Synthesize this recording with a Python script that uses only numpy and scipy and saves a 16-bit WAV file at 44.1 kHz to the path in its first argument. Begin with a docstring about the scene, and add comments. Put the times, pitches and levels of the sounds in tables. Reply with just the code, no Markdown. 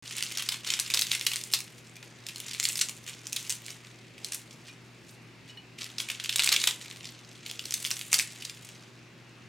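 """Crisp lettuce leaves are torn by hand over a ceramic plate, close by in a small kitchen.
Ribs snap as ragged noise bursts with a brief resonance; leaf cells crackle as clumps of tiny decaying sines.
Touches of the plate ring a few damped modes, and sparse reflections answer from the room.
Behind them a refrigerator hums as tones of wandering phase, over steady air of coloured noise."""
import sys
import numpy as np
from scipy import signal
from scipy.fft import rfft, irfft
from scipy.io import wavfile
from scipy.ndimage import uniform_filter1d

SR = 44100
rng = np.random.default_rng(int(sys.argv[2]) if len(sys.argv) > 2 else 0)


def put_to_file(sound):
    """Save the sound as 16-bit audio at rate SR, in the file named by the first command-line argument."""
    columns = np.atleast_2d(sound).T  # one column per channel
    safe = np.clip(columns, -1, 1)
    whole_steps = np.round(safe * 32767)
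    wavfile.write(sys.argv[1], SR, whole_steps.astype(np.int16))


N = 418156  # length in samples


def gain_of(db):
    """Decibel law: every 20 dB is a factor of ten in amplitude."""
    return 10 ** (np.asarray(db) / 20)


def evened(x):
    """Normalisation: scales x to an RMS of one."""
    return x / np.sqrt(np.mean(x ** 2) + 1e-20)


def read(points, hz):
    """Logarithmic frequency scale: interpolates (Hz, value) points at hz."""
    point_hz, value = np.transpose(points)
    return np.interp(np.log(hz + 1), np.log(point_hz + 1), value)


def add(mix, start_s, sound):
    """Superposition: adds a sound to the mix, cut at the mix's end."""
    part = mix[round(start_s * SR):][:len(sound)]
    part += sound[:len(part)]


def colour(x, db):
    """Linear filtering: shapes the spectrum of x by db(hz)."""
    hz = np.fft.rfftfreq(len(x), 1 / SR)
    return irfft(rfft(x) * gain_of(db(hz)), len(x))


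def thirds(x):
    """Band splitting: low body, middle and treble that sum to x again."""
    body_hz, treble_hz = 1600, 8000
    hz = np.fft.rfftfreq(len(x), 1 / SR)
    low = 1 / (1 + (hz / body_hz) ** 12)
    high = 1 / (1 + (treble_hz / (hz + 1)) ** 6)
    return [irfft(rfft(x) * part, len(x)) for part in (low, 1 - low - high, high)]


# Spectrum of the room's air. Each row: frequency in Hz, relative density in dB per Hz.
AIR_SPECTRUM = [(40, -40), (60, -15), (92, -18.5), (123, -1.5), (190, -5), (235, -4.5), (344, -6.5),
                (531, -12), (800, -15), (1400, -15), (2000, -13), (2690, -13), (3100, -18), (5140, -21.5),
                (10400, -36.5), (16000, -43)]
# Likeness of the two sides. Each row: frequency in Hz, left-right correlation from 0 to 1.
SIDE_LIKENESS = [(60, 1), (240, 0.78), (950, 0.69), (3770, 0.77), (15000, 0.59)]


def air(level_db=-54):
    """Diffuse field: steady noise, partly correlated between the sides, with faint drifting patches."""
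    frames, hz = N // 512 + 5, np.fft.rfftfreq(2048, 1 / SR)
    a, b, c, d, patches = rng.standard_normal((frames, 1025, 5)).T
    # smoothed over 20 frequency bins and 8 frames
    patches = evened(uniform_filter1d(uniform_filter1d(patches, 20, 0), 8, 1))
    same = np.clip(read(SIDE_LIKENESS, hz), -1, 1)[:, None]
    left = a + 1j * b
    right = same * left + np.sqrt(1 - same ** 2) * (c + 1j * d)
    spectrum = np.array([left, right]) * gain_of(read(AIR_SPECTRUM, hz)[:, None] + 1.2 * patches)
    noise = signal.istft(spectrum, nperseg=2048, noverlap=1536)[1][:, :N]
    return gain_of(level_db) * evened(noise)


# Compressor tones. Each row: frequency in Hz, RMS level in dB before the left-right tilt, line width in Hz.
HUM_TONES = [(120, -57, 0.38), (57.3, -80, 2.4), (166.6, -66.5, 3.22), (215.3, -73, 7.4),
             (238, -69.5, 4.88), (276, -78.5, 4.1), (340.7, -69.5, 8.1), (378.7, -70.5, 4.74)]


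def hum():
    """Phase diffusion: compressor tones whose phase wanders, which widens each spectral line."""
    t = np.arange(N) / SR
    walks = np.cumsum(rng.standard_normal((len(HUM_TONES), N)), axis=1)
    out = np.zeros(N)
    for (hz, db, width_hz), walk in zip(HUM_TONES, walks):
        wander = np.sqrt(2 * np.pi * width_hz / SR) * uniform_filter1d(walk, 2000)
        out += np.sqrt(2) * gain_of(db) * np.sin(2 * np.pi * hz * t + wander)
    return out


# Reverberation of the kitchen. Each row: frequency in Hz, time to die by 60 dB in seconds.
ROOM_DECAY = [(700, 0.31), (2600, 0.2), (7000, 0.2), (14000, 0.14)]


def kitchen(x, alike=0.96, turn_hz=11.):
    """Reverberation: sparse reflections of random sign, each band dying at its own speed.
    Three tails trade shares of x in a steady cycle, so successive snaps meet different reflections."""
    out = np.zeros((2, N))
    for place in range(3):
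        taps = np.zeros((2, SR // 2))
        at = np.arange(100, SR // 2 - 20, 12)
        at = at + rng.integers(0, 12, (2, len(at)))
        np.put_along_axis(taps, at, rng.choice([-1., 1.], at.shape), 1)
        hz, t, z = signal.stft(taps, SR, nperseg=256)
        decay = gain_of(-60 * t / read(ROOM_DECAY, hz)[:, None])
        both, side = signal.istft(z * decay, SR, nperseg=256)[1]
        # the reverberation starts a little softer and builds up over some tens of milliseconds
        grows = 1 - 0.21 * np.exp(-np.arange(len(both)) / SR / 0.046)
        both, side = both * grows, side * grows ** 2
        tail = alike * both + np.sqrt(1 - alike ** 2) * np.outer([1, -1], side)
        # the squared shares of the three places add up to one
        share = np.sqrt(2 / 3) * np.cos(np.pi * (turn_hz * np.arange(N) / SR + place / 3))
        out += signal.fftconvolve((x * share)[None], tail / np.linalg.norm(both), axes=1)[:, :N]
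    return out


# Touches of the plate. Each row: start in seconds, nominal level in dB, place from 0 to 2 along the rim.
PLATE_TOUCHES = [(1.966, -48, 0), (2.027, -45, 0.32), (4.694, -39, 0.39), (5.495, -43, 1.2),
                 (5.572, -40, 1.75)]
# Modes of the plate. Each row: frequency in Hz, level in dB at places 0, 1 and 2,
# time to die by 60 dB in seconds.
PLATE_MODES = [(1860, -25, -25, -5, 0.068), (2450, -2, -11, -16, 0.12), (2950, -40, -1, -0.5, 0.15),
               (3820, -11, -1, -12, 0.045), (4210, -22, -12, -6, .09), (5530, -19, -8, -20, 0.074),
               (8900, -40, -40, -22, .1)]


def plate():
    """Modal excitation: a fingernail or rib taps the rim with a scuff; the place sets how each mode rings."""
    out, t = np.zeros(N), np.arange(8000) / SR
    noises = rng.standard_normal((len(PLATE_TOUCHES), 8000))
    for (start_s, level_db, place), noise in zip(PLATE_TOUCHES, noises):
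        ring = np.zeros(len(t))
        for hz, *place_db, t60 in PLATE_MODES:
            mode_db = np.interp(place, [0, 1, 2], place_db)
            ring += gain_of(mode_db - 60 * t / t60) * np.sin(2 * np.pi * hz * t)
        scuff = 0.17 * np.diff(noise, prepend=0) * np.exp(-t / 0.0022)
        onset = 1 - np.exp(-t / 0.00092)
        add(out, start_s, gain_of(level_db) * (ring + scuff) * onset)
    return out


# Spectrum of the leaf. Each row: frequency in Hz, relative density in dB per Hz.
LEAF_SPECTRUM = [(200, -17), (600, -26.5), (1000, -15), (1700, -10), (2200, -3), (3900, -3), (5300, -4),
                 (8000, -5), (11000, -11), (14000, -16), (16000, -21.5)]


def leaf_db(hz):
    """Radiation spectrum: how strongly the leaf sounds at each frequency."""
    return read(LEAF_SPECTRUM, hz)


# Hands working the leaves. Each row: time in seconds, nominal crackle level in dB,
# treble in dB relative to that level.
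HAND_LEVELS = [(.03, -49, -11), (.13, -43, -12), (.4, -42.5, -14), (.54, -46, -6), (.63, -57, -16),
               (.66, -40.5, -12), (.75, -39.5, -12), (.84, -44.5, -12), (.95, -42, -9), (1.13, -46.5, -8),
               (1.4, -50, -6), (1.5, -54, -3.5), (1.9, -62, -8), (2.24, -59.5, -18), (2.28, -55.5, -17),
               (2.45, -46.5, -14), (2.75, -46.5, -0.5), (3.02, -63.5, -3), (3.08, -48, -6),
               (3.2, -56.5, -13), (3.5, -48, -1), (3.63, -58.5, -5), (3.7, -50.5, -4), (3.8, -59, -10),
               (4.15, -63.5, -18), (4.3, -48, -8), (4.45, -62, -4), (4.62, -64, -8), (4.67, -58, -9),
               (4.76, -67, -11), (5.03, -69, -9), (5.11, -61, 2), (5.19, -72, -6), (5.44, -69, -14),
               (5.49, -58, -11), (5.54, -68, -14), (5.76, -72, -18), (5.8, -50, -11), (5.94, -55, -16),
               (6.1, -44, -21), (6.27, -53, -16), (6.5, -39.5, -10), (6.62, -41.5, -6), (6.8, -51, -9),
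               (7.05, -57.5, -24), (7.42, -58.5, -22), (7.455, -49, -14), (7.56, -54.5, -11),
               (7.7, -49, -4), (7.9, -51.5, 4), (8.11, -55, -1), (8.136, -30, -8), (8.17, -48, -4),
               (8.28, -51.5, -10), (8.45, -54.5, -5), (8.72, -58.5, -12), (9.15, -70, -22),
               (9.48, -68, -20)]


def handling(t):
    """Drive level: interpolates the hands' crackle and treble levels in dB at times t."""
    s, level_db, treble_db = np.transpose(HAND_LEVELS)
    return np.interp(t, s, level_db), np.interp(t, s, treble_db)


def trail(level_db=-30.5, dying_s=0.03):
    """Exponential relaxation: torn cells go on crackling after each clear snap, their powers adding up."""
    power = np.zeros(N)
    for s, peak_db, *_ in CLEAR_SNAPS:
        power[round(s * SR)] = gain_of(peak_db + level_db) ** 2
    return np.sqrt(signal.lfilter([1], [1, -np.exp(-2 / (dying_s * SR))], power))


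def crackle(per_s=4000., spread_db=3., trail_treble_db=3.5):
    """Random impulse process: leaf cells burst in clumps, each ringing briefly at its own pitch."""
    t = np.arange(N) / SR
    drift = uniform_filter1d(uniform_filter1d(rng.standard_normal(N), 150), 150)
    clumps = gain_of(3.9 * evened(drift))
    strength = gain_of(spread_db * np.minimum(rng.exponential(1, N), 3.5))
    bursts = strength * (rng.random(N) < per_s / SR) * clumps
    kind, cells, u = rng.integers(0, 24, N), np.zeros(N), np.arange(200) / SR
    cycles = rng.uniform(0.18, 3.4, 24)  # decay time of each kind, in cycles
    for k, hz in enumerate(np.geomspace(1200, 15000, num=24)):
        cell = np.sin(2 * np.pi * hz * u) * np.exp(-u * hz / cycles[k])
        cell = cell * np.sqrt(hz) / np.linalg.norm(cell)
        cells += signal.oaconvolve(bursts * (kind == k), cell)[:N]
    low, middle, treble = thirds(colour(cells, leaf_db))
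    level_db, treble_db = handling(t)
    level, after = gain_of(level_db), trail()
    bright = np.hypot(level * gain_of(treble_db), after * gain_of(trail_treble_db))
    return (low + middle) / np.std(middle) * np.hypot(level, after) + evened(treble) * bright


def snap(peak_db, ring_hz, low_db, treble_db, rise_ms, fall_ms, noise, ring_db=7.5, skirt_db=1.5):
    """Damped resonance: a quick run of fibres breaks raggedly and rings briefly in the leaf that holds it."""
    ms = np.arange(len(noise)) / SR * 1000 - LEAD_MS
    lasts = np.array([[1.5], [1.1], [.9]])  # the treble dies first
    scale_ms = np.where(ms < 0, rise_ms, fall_ms * lasts)
    t = abs(ms) / np.clip(scale_ms, [[.9], [.1], [.1]], 9)  # the low body cannot move quickly
    shape = np.exp(-t ** 0.75) + (ms > 0) * 0.17 * t * np.exp(-t / 1.38)

    def spectrum_db(hz):
        """Resonance curve: a peak at the ring; a small patch moves little below its pitch."""
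        ring = ring_db / (1 + (3 * (hz / ring_hz - 1)) ** 2)
        octaves_below = np.clip(np.log2(ring_hz / (hz + 1)), 0, 1.5)
        return leaf_db(hz) + ring - skirt_db * octaves_below

    parts = thirds(colour(noise, spectrum_db)) * shape
    burst = gain_of([low_db, 0, treble_db]) / np.linalg.norm(parts, axis=1) @ parts
    strongest = uniform_filter1d(burst ** 2, 44).max()  # mean square over 1 ms
    return gain_of(peak_db) * burst / np.sqrt(2 * strongest)


def small_snaps(count=1200, per_s=70., over_crackle_db=5.5, spread_db=4):
    """Poisson process: rows of chance snaps, their strength and brightness following the handling."""
    wait, size, pitch, low, tone, rise, fall = rng.random((count, 7)).T
    at = .04 - np.cumsum(np.log(1 - wait)) / per_s
    level_db, treble_db = handling(at)
    peak_db = level_db + over_crackle_db - spread_db * np.maximum(np.log(1 - size), -2.5)
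    ring_hz, low_db = 2400 * 3.3 ** pitch, -28 + 11 * low
    treble_db = treble_db - 11 + 11 * tone
    rise_ms, fall_ms = 0.18 + 1.3 * rise ** 2, 0.22 + 2.0 * fall
    rows = np.transpose([at, peak_db, ring_hz, low_db, treble_db, rise_ms, fall_ms])
    return rows[at < N / SR - .03]


LEAD_MS = 9.  # room before each snap's peak for its build-up
# The clearest snaps of ribs and tears. Each row: time of the peak in seconds, nominal peak level in dB,
# ring in Hz, low body and treble in dB relative to the middle band,
# nominal build-up and dying times in milliseconds.
CLEAR_SNAPS = [(0.0718, -44, 4090, -29, -20, 0.2, 0.3), (0.0781, -29, 5490, -25, -19, 0.3, 0.91),
               (0.11, -29.5, 2580, -18, -10, 0.6, 3.8), (0.1244, -30, 2630, -34, -9, 0.2, 0.3),
               (0.1675, -23, 6400, -26, 6, 0.2, 0.27), (0.1824, -22.5, 3290, -23, -7, 0.2, 1.9),
               (0.2079, -24.5, 2690, -26, -13, 0.7, 0.9), (0.226, -14.5, 2900, -28, -8, 0.36, 0.55),
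               (0.2358, -22, 5470, -29, -14, 0.3, 0.93), (0.2578, -33, 3230, -13, -14, 0.3, 1.2),
               (0.3138, -30, 2670, -17, -13, 0.3, 1.4), (0.3221, -25, 4160, -16, -4, 0.3, 0.7),
               (0.3734, -19, 5100, -16, -7, 0.3, 1.0), (0.383, -22.5, 4220, -16, -16, 0.2, 2.1),
               (0.3959, -24.5, 3010, -14, -11, 1, 5.6), (0.4234, -21.5, 3360, -16, -4, 0.34, 2.0),
               (0.4893, -13.5, 4230, -20, -9, 0.22, 1.1), (0.5232, -22.5, 3450, -15, -10, 4.1, 2.7),
               (0.5439, -25.5, 3420, -14, -13, 4.1, 0.6), (0.6471, -25.5, 3230, -18, -19, 0.3, 0.97),
               (0.6677, -27, 2990, -10, -15, 2.2, 0.5), (0.6752, -22, 4030, -20, -14, 3.4, 1.2),
               (0.6886, -24, 3140, -17, -10, 0.3, 1.2), (0.7039, -13, 3460, -29, -16, 0.76, 1),
               (0.7226, -26, 2650, -16, -11, 4.1, 1.9), (0.7386, -12, 3870, -33, -25, 0.22, 0.33),
               (0.7916, -18, 3380, -19, -10, 0.2, 0.3), (0.7985, -13, 9190, -31, -5, 0.3, 1.1),
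               (0.863, -26.5, 4220, -18, -19, 0.75, 1.5), (0.902, -19, 2580, -20, -9, 0.3, 1.5),
               (0.91, -23, 3120, -21, -11, 1.3, 0.7), (0.9396, -10.5, 3820, -28, -11, 0.35, 0.27),
               (0.9458, -13, 5070, -17, -7, 2.1, 1), (0.952, -22, 3400, -12, -7, 0.3, 2.2),
               (0.974, -12.5, 4050, -19, -16, 1.2, 0.97), (0.9932, -13, 4160, -27, -5, 0.96, 1.2),
               (1.0135, -13.5, 6780, -35, 5, 0.3, 0.3), (1.021, -10.5, 4000, -24, -14, 0.8, 0.62),
               (1.069, -22, 3170, -29, -9, 0.3, 0.8), (1.117, -11.5, 3400, -25, -17, 0.98, 0.59),
               (1.1315, -21, 2730, -22, -17, 0.6, 3.4), (1.1507, -17, 2000, -22, -11, 0.7, 1.7),
               (1.1963, -24, 6140, -25, -1, 0.2, 0.3), (1.212, -17.5, 3520, -34, -11, 0.44, 0.4),
               (1.2515, -30, 11280, -34, 2, 0.2, 0.6), (1.2665, -10.5, 3450, -23, -7.5, 0.4, 1.8),
               (1.3177, -20.5, 2630, -17, -10, 1.0, 1.0), (1.3343, -20.5, 3230, -19, -7, 0.3, 3.8),
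               (1.3594, -16.5, 8120, -32, -8, 0.2, 0.35), (1.3662, -22, 5750, -23, -6, 0.2, 0.3),
               (1.4132, -28, 4440, -36, -1, 0.3, 0.98), (1.4383, -21.5, 7860, -26, -2, 0.22, 0.3),
               (1.5158, -32, 8140, -27, -2, 0.2, 0.3), (1.5217, -29, 8010, -38, -2, 0.3, 0.6),
               (1.528, -23, 7860, -29, 6, 0.2, 0.48), (1.5374, -7.5, 4650, -18.5, -7.5, 0.68, 1.54),
               (1.5455, -19.5, 4350, -22, -5, 4.1, 4.2), (1.5893, -26, 4540, -26, -1, 0.3, 1.24),
               (1.6051, -22.5, 4480, -24, -3, 0.2, 0.3), (1.9565, -40, 6200, -22, -11, 0.2, 2.2),
               (1.9672, -36.5, 2410, -30, -7, 1.6, 1.3), (2.0284, -34.5, 2370, -12, -16, 0.6, 1.5),
               (2.2667, -25.5, 4400, -31, -8, 0.5, 1.1), (2.287, -26.5, 2520, -20, -9, 0.3, 2.4),
               (2.36, -25.5, 3850, -18, -8, 0.3, 0.58), (2.4019, -25, 3700, -35, 1, 0.2, 1.1),
               (2.4849, -31.5, 3810, -19, -9, 2.2, 3.6), (2.5125, -26, 5020, -28, -12, 0.2, 0.28),
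               (2.534, -25, 5120, -26, -11, 0.2, 0.91), (2.5479, -24.5, 3190, -23, -21, 0.2, 0.9),
               (2.5993, -12.5, 5860, -25, -6, 0.32, 0.78), (2.6291, -19, 3850, -31, -6, 0.3, 0.74),
               (2.6415, -19, 6680, -34, 0, 4.1, 1.0), (2.6537, -10, 4900, -35, -11, 0.45, 0.71),
               (2.6885, -14, 7110, -41, 2, 0.22, 0.46), (2.7008, -24, 2630, -30, -12, 4.1, 1.6),
               (2.723, -27, 6650, -23, -5, 0.3, 0.3), (2.7562, -20, 5580, -24, -6, 0.3, 2.2),
               (2.7724, -22.5, 8700, -27, -4, 0.3, 1.4), (2.779, -21.5, 8870, -27, -3, 0.91, 0.3),
               (2.7915, -20, 4890, -26, -7, 0.3, 1.7), (2.7982, -21, 7690, -36, -3, 0.2, 0.33),
               (2.8133, -11, 8540, -23, -10.5, 1.2, 3.1), (2.8871, -22.5, 6120, -18, -10, 0.2, 0.4),
               (2.895, -23.5, 7430, -18, -6, 0.7, 0.84), (2.9767, -38, 4760, -24, -8, 0.2, 0.3),
               (3.065, -33, 2410, -25, -11, 0.2, 0.4), (3.079, -33, 2730, -22, -10, 5.1, 3.3),
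               (3.0883, -30.5, 2600, -25, -10, 1.6, 1.6), (3.0961, -29, 7080, -33, -4, 0.3, 0.3),
               (3.2695, -22, 6610, -24, -12, 0.24, 0.38), (3.3246, -28, 5190, -22, -3, 0.3, 0.52),
               (3.3297, -17.5, 6300, -32, -2, 0.37, 0.85), (3.3631, -19.5, 3270, -23, -6, 0.4, 2.6),
               (3.4012, -33, 6180, -27, -9, 0.3, 0.8), (3.428, -31, 6030, -30, 2, 0.3, 0.6),
               (3.4962, -17, 6140, -25, -2, 0.23, 0.64), (3.5046, -19, 6980, -26, -2, 3.2, 2),
               (3.5109, -21, 7470, -36, -7, 0.3, 0.79), (3.5243, -19.5, 7860, -16, -2, 0.3, 0.71),
               (3.6646, -28, 6700, -30, -6, 0.33, 0.38), (3.6835, -28.5, 2090, -22, -14, 1.1, 0.35),
               (3.7059, -28.5, 5210, -20, -12, 1.4, 0.3), (3.8488, -39, 2380, -24, -24, 0.2, 0.9),
               (4.1812, -35, 2520, -27, -18, 1, 2), (4.2462, -20, 4770, -39, -8, 0.2, 1.0),
               (4.322, -22, 8600, -18.5, -4.5, 0.7, 1.2), (4.3337, -26, 5300, -21, -6, 0.7, 1.5),
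               (4.347, -22, 10000, -16, 3, 2.2, 2.6), (4.5093, -37, 4720, -29, -14, 0.3, 2.2),
               (4.5293, -42, 5530, -23, -10, 1.8, 2.9), (4.682, -39.5, 1920, -23, -16, 0.2, 1.3),
               (4.6883, -38, 3250, -12, -20, 0.2, 1.9), (5.0931, -42, 5580, -23, -10, 0.6, 2.5),
               (5.788, -33, 2760, -29, -18, 2.3, 2.1), (5.813, -29, 3140, -16, -18, 2.1, 1.2),
               (5.8185, -26, 3320, -16, -22, 0.2, 1.4), (5.8317, -32, 5190, -15, -14, 1.2, 2),
               (5.8438, -26.5, 3170, -24, -6, 0.48, 0.5), (5.865, -34.5, 2760, -16, -15, 3.9, 0.4),
               (5.9025, -35, 3290, -18, -23, 1.2, 0.6), (5.9836, -19.5, 4700, -22, -17, 0.47, 1.4),
               (6.0032, -17, 3850, -17.5, -14, 2.1, 0.6), (6.0886, -23.5, 2760, -20, -12, 1.2, 0.9),
               (6.101, -17, 2700, -17, -14, 0.2, 1.5), (6.1135, -30.5, 3170, -11, -11, 0.6, 1.8),
               (6.1989, -23, 3170, -19, -23, 0.2, 2.0), (6.24, -25, 7020, -34, -5, 0.2, 1.1),
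               (6.246, -21.5, 2710, -28, -16, 0.2, 1.7), (6.259, -23, 2760, -22, -14, 0.3, 1.1),
               (6.294, -14.5, 3230, -27, -19, 0.4, 1.1), (6.3264, -22, 2780, -30, -17, 0.2, 1.0),
               (6.3367, -26, 2730, -25, -23, 0.23, 0.9), (6.3595, -10.5, 3940, -25, -4, 0.16, 0.77),
               (6.384, -18, 3230, -20, -14, 0.2, 0.4), (6.3945, -9, 3080, -17, -14, 0.34, 1.4),
               (6.401, -12.5, 3960, -17, -14, 0.9, 1.9), (6.4219, -16, 4840, -24, -9, 0.3, 1.2),
               (6.4355, -16, 3850, -18, -6, 0.3, 2.3), (6.4441, -13, 9690, -25, -4, 0.8, 1.4),
               (6.4628, -16, 7600, -15, -7, 1.9, 0.5), (6.475, -11, 2220, -28, -15, 0.2, 0.79),
               (6.491, -8.5, 4700, -27, -13, 0.2, 0.6), (6.519, -17, 3190, -16, -9, 0.4, 3.6),
               (6.5268, -10, 3850, -17.5, -7, 2.8, 1.6), (6.5387, -15.5, 6030, -18, -12, 0.6, 2.8),
               (6.5444, -19, 2860, -14, -13, 0.2, 1.5), (6.5633, -10, 2950, -31, -21, 0.25, 0.92),
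               (6.6017, -21, 3920, -22, -10, 1.6, 1.8), (6.6171, -19, 4650, -27, -13, 1.8, 1.0),
               (6.6408, -10.5, 3630, -16, -11, 1.3, 0.55), (6.674, -10, 3370, -17, -7.5, 0.7, 2.1),
               (6.688, -22, 3570, -18, -11, 4.1, 3.1), (6.71, -19.5, 3940, -22, -11, 0.2, 0.74),
               (6.814, -31, 2780, -14, -19, 0.9, 0.3), (6.8597, -32.5, 2800, -21, -15, 0.6, 0.7),
               (6.882, -34, 4160, -20, -11, 0.3, 0.81), (6.901, -34, 4220, -17, -16, 0.3, 0.4),
               (6.912, -28.5, 2730, -30, -26, 0.34, 0.78), (6.9259, -37, 2450, -30, -18, 0.2, 1.2),
               (6.9614, -34.5, 3140, -29, -14, 0.2, 0.8), (7.0085, -33, 3080, -24, -25, 0.44, 0.8),
               (7.0444, -30.5, 3250, -34, -18, 0.3, 0.96), (7.0543, -29, 4180, -25, -20, 0.3, 1.2),
               (7.069, -35, 4610, -24, -18, 0.3, 1.8), (7.0743, -33, 4240, -26, -15, 0.88, 0.3),
               (7.0897, -35, 4940, -31, -20, 0.3, 2.7), (7.191, -41, 3270, -16, -21, 0.3, 1.0),
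               (7.2485, -40, 4260, -26, -21, 0.2, 0.8), (7.3146, -39, 3380, -26, -12, 0.2, 0.5),
               (7.357, -40.5, 3880, -18, -18, 3.5, 1.4), (7.4632, -24.5, 3300, -33, -21, 0.46, 0.62),
               (7.5005, -28.5, 3850, -30, -13, 3.4, 0.4), (7.5133, -23, 3940, -35, -9, 0.24, 0.3),
               (7.5939, -19.5, 3150, -27, -17, 0.2, 0.9), (7.655, -25, 4780, -23, -10, 0.2, 1.3),
               (7.7088, -19.5, 6480, -25, -11, 0.18, 0.34), (7.7232, -20.5, 6240, -31, -8, 0.26, 0.9),
               (7.7401, -13, 6440, -38, -3, 0.2, 1.6), (7.802, -30, 6680, -34, -3, 0.2, 1.5),
               (7.828, -27.5, 9500, -27, 0, 1.6, 0.8), (7.8442, -25, 7470, -27, -7, 0.3, 1.0),
               (7.8501, -15.5, 3400, -31, -16, 0.23, 0.48), (7.8575, -24, 5600, -22, -10, 0.2, 0.5),
               (7.8644, -21, 5580, -22, -5, 0.3, 1.0), (7.8725, -24.5, 4290, -20, -4, 2.2, 1.4),
               (7.9063, -19, 2730, -17, -2, 0.17, 0.62), (7.913, -14, 5500, -17, -18, 0.27, 1.2),
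               (7.9201, -27, 4310, -19, -15, 0.4, 0.75), (7.9678, -26, 7580, -21, -11, 0.3, 0.9),
               (7.9928, -25.5, 4330, -36, 0, 0.2, 0.8), (8.0131, -21, 5030, -31, -12, 0.14, 0.25),
               (8.1184, -23, 5120, -35, -2, 0.33, 0.3), (8.13, -6.5, 7400, -16.5, -7, 0.22, 0.57),
               (8.143, -7.5, 4840, -26, -6, 0.8, 1.0), (8.149, -15, 6800, -26, -3, 1.6, 2.7),
               (8.1835, -20, 7640, -23, -7, 0.5, 2.4), (8.1899, -10, 6680, -21.5, -8, 0.33, 0.46),
               (8.1978, -12, 2560, -38, -10, 1.1, 0.59), (8.205, -24, 5640, -33, -8, 0.6, 3.2),
               (8.3222, -35.5, 5710, -31, 0, 0.22, 0.7), (8.411, -35, 5230, -20, -10, 0.8, 0.6),
               (8.4224, -29.5, 2760, -31, -14, 0.3, 2.7), (8.452, -23, 5100, -28, -10, 1.6, 1.5),
               (8.4974, -26.5, 5170, -28, -15, 0.6, 0.9), (8.648, -38.5, 9190, -25, -2, 0.2, 3.6),
               (8.6897, -35.5, 2300, -18, -4, 0.2, 0.62)]


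def snaps():
    """Brittle fracture: every snap has its own fibres, and some break harder than others."""
    out = np.zeros(N)
    for rows in (CLEAR_SNAPS, small_snaps()):
        fibres = rng.standard_normal((len(rows), 1024))
        hardness = gain_of(rng.standard_normal((len(rows), 128))).repeat(8, 1)
        for (s, *columns), noise in zip(rows, fibres * hardness):
            add(out, s - LEAD_MS / 1000, snap(*columns, noise))
    return out


def scene():
    """Superposition: direct leaf and plate sound, their reflections, and the background."""
    # thin leaves move no bass
    near = colour(snaps() + crackle(), lambda hz: read([(120, -33), (400, -2)], hz))
    # one microphone port hears the hands first: a fraction of a sample, made by the slope
    lead = np.outer([1, -1], 0.17 * np.gradient(near) - .02 * near)
    pings = plate()
    wet = gain_of(-7) * kitchen(near + .4 * pings)
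    background = (air() + hum()) * gain_of([[.4], [-.4]])  # left-right tilt in dB
    return near + lead + pings + wet + background


def record(dry):
    """Band limiting: the microphone opens after a short silence, then a low-pass removes the top."""
    start_s, edge_hz = .0245, 16100
    opened = dry * (np.arange(N) > start_s * SR)
    low_pass = signal.firwin(511, edge_hz, window=("kaiser", 9), fs=SR)
    return signal.oaconvolve(opened, low_pass[None], "same")


dry = scene()
out = record(dry)
put_to_file(out)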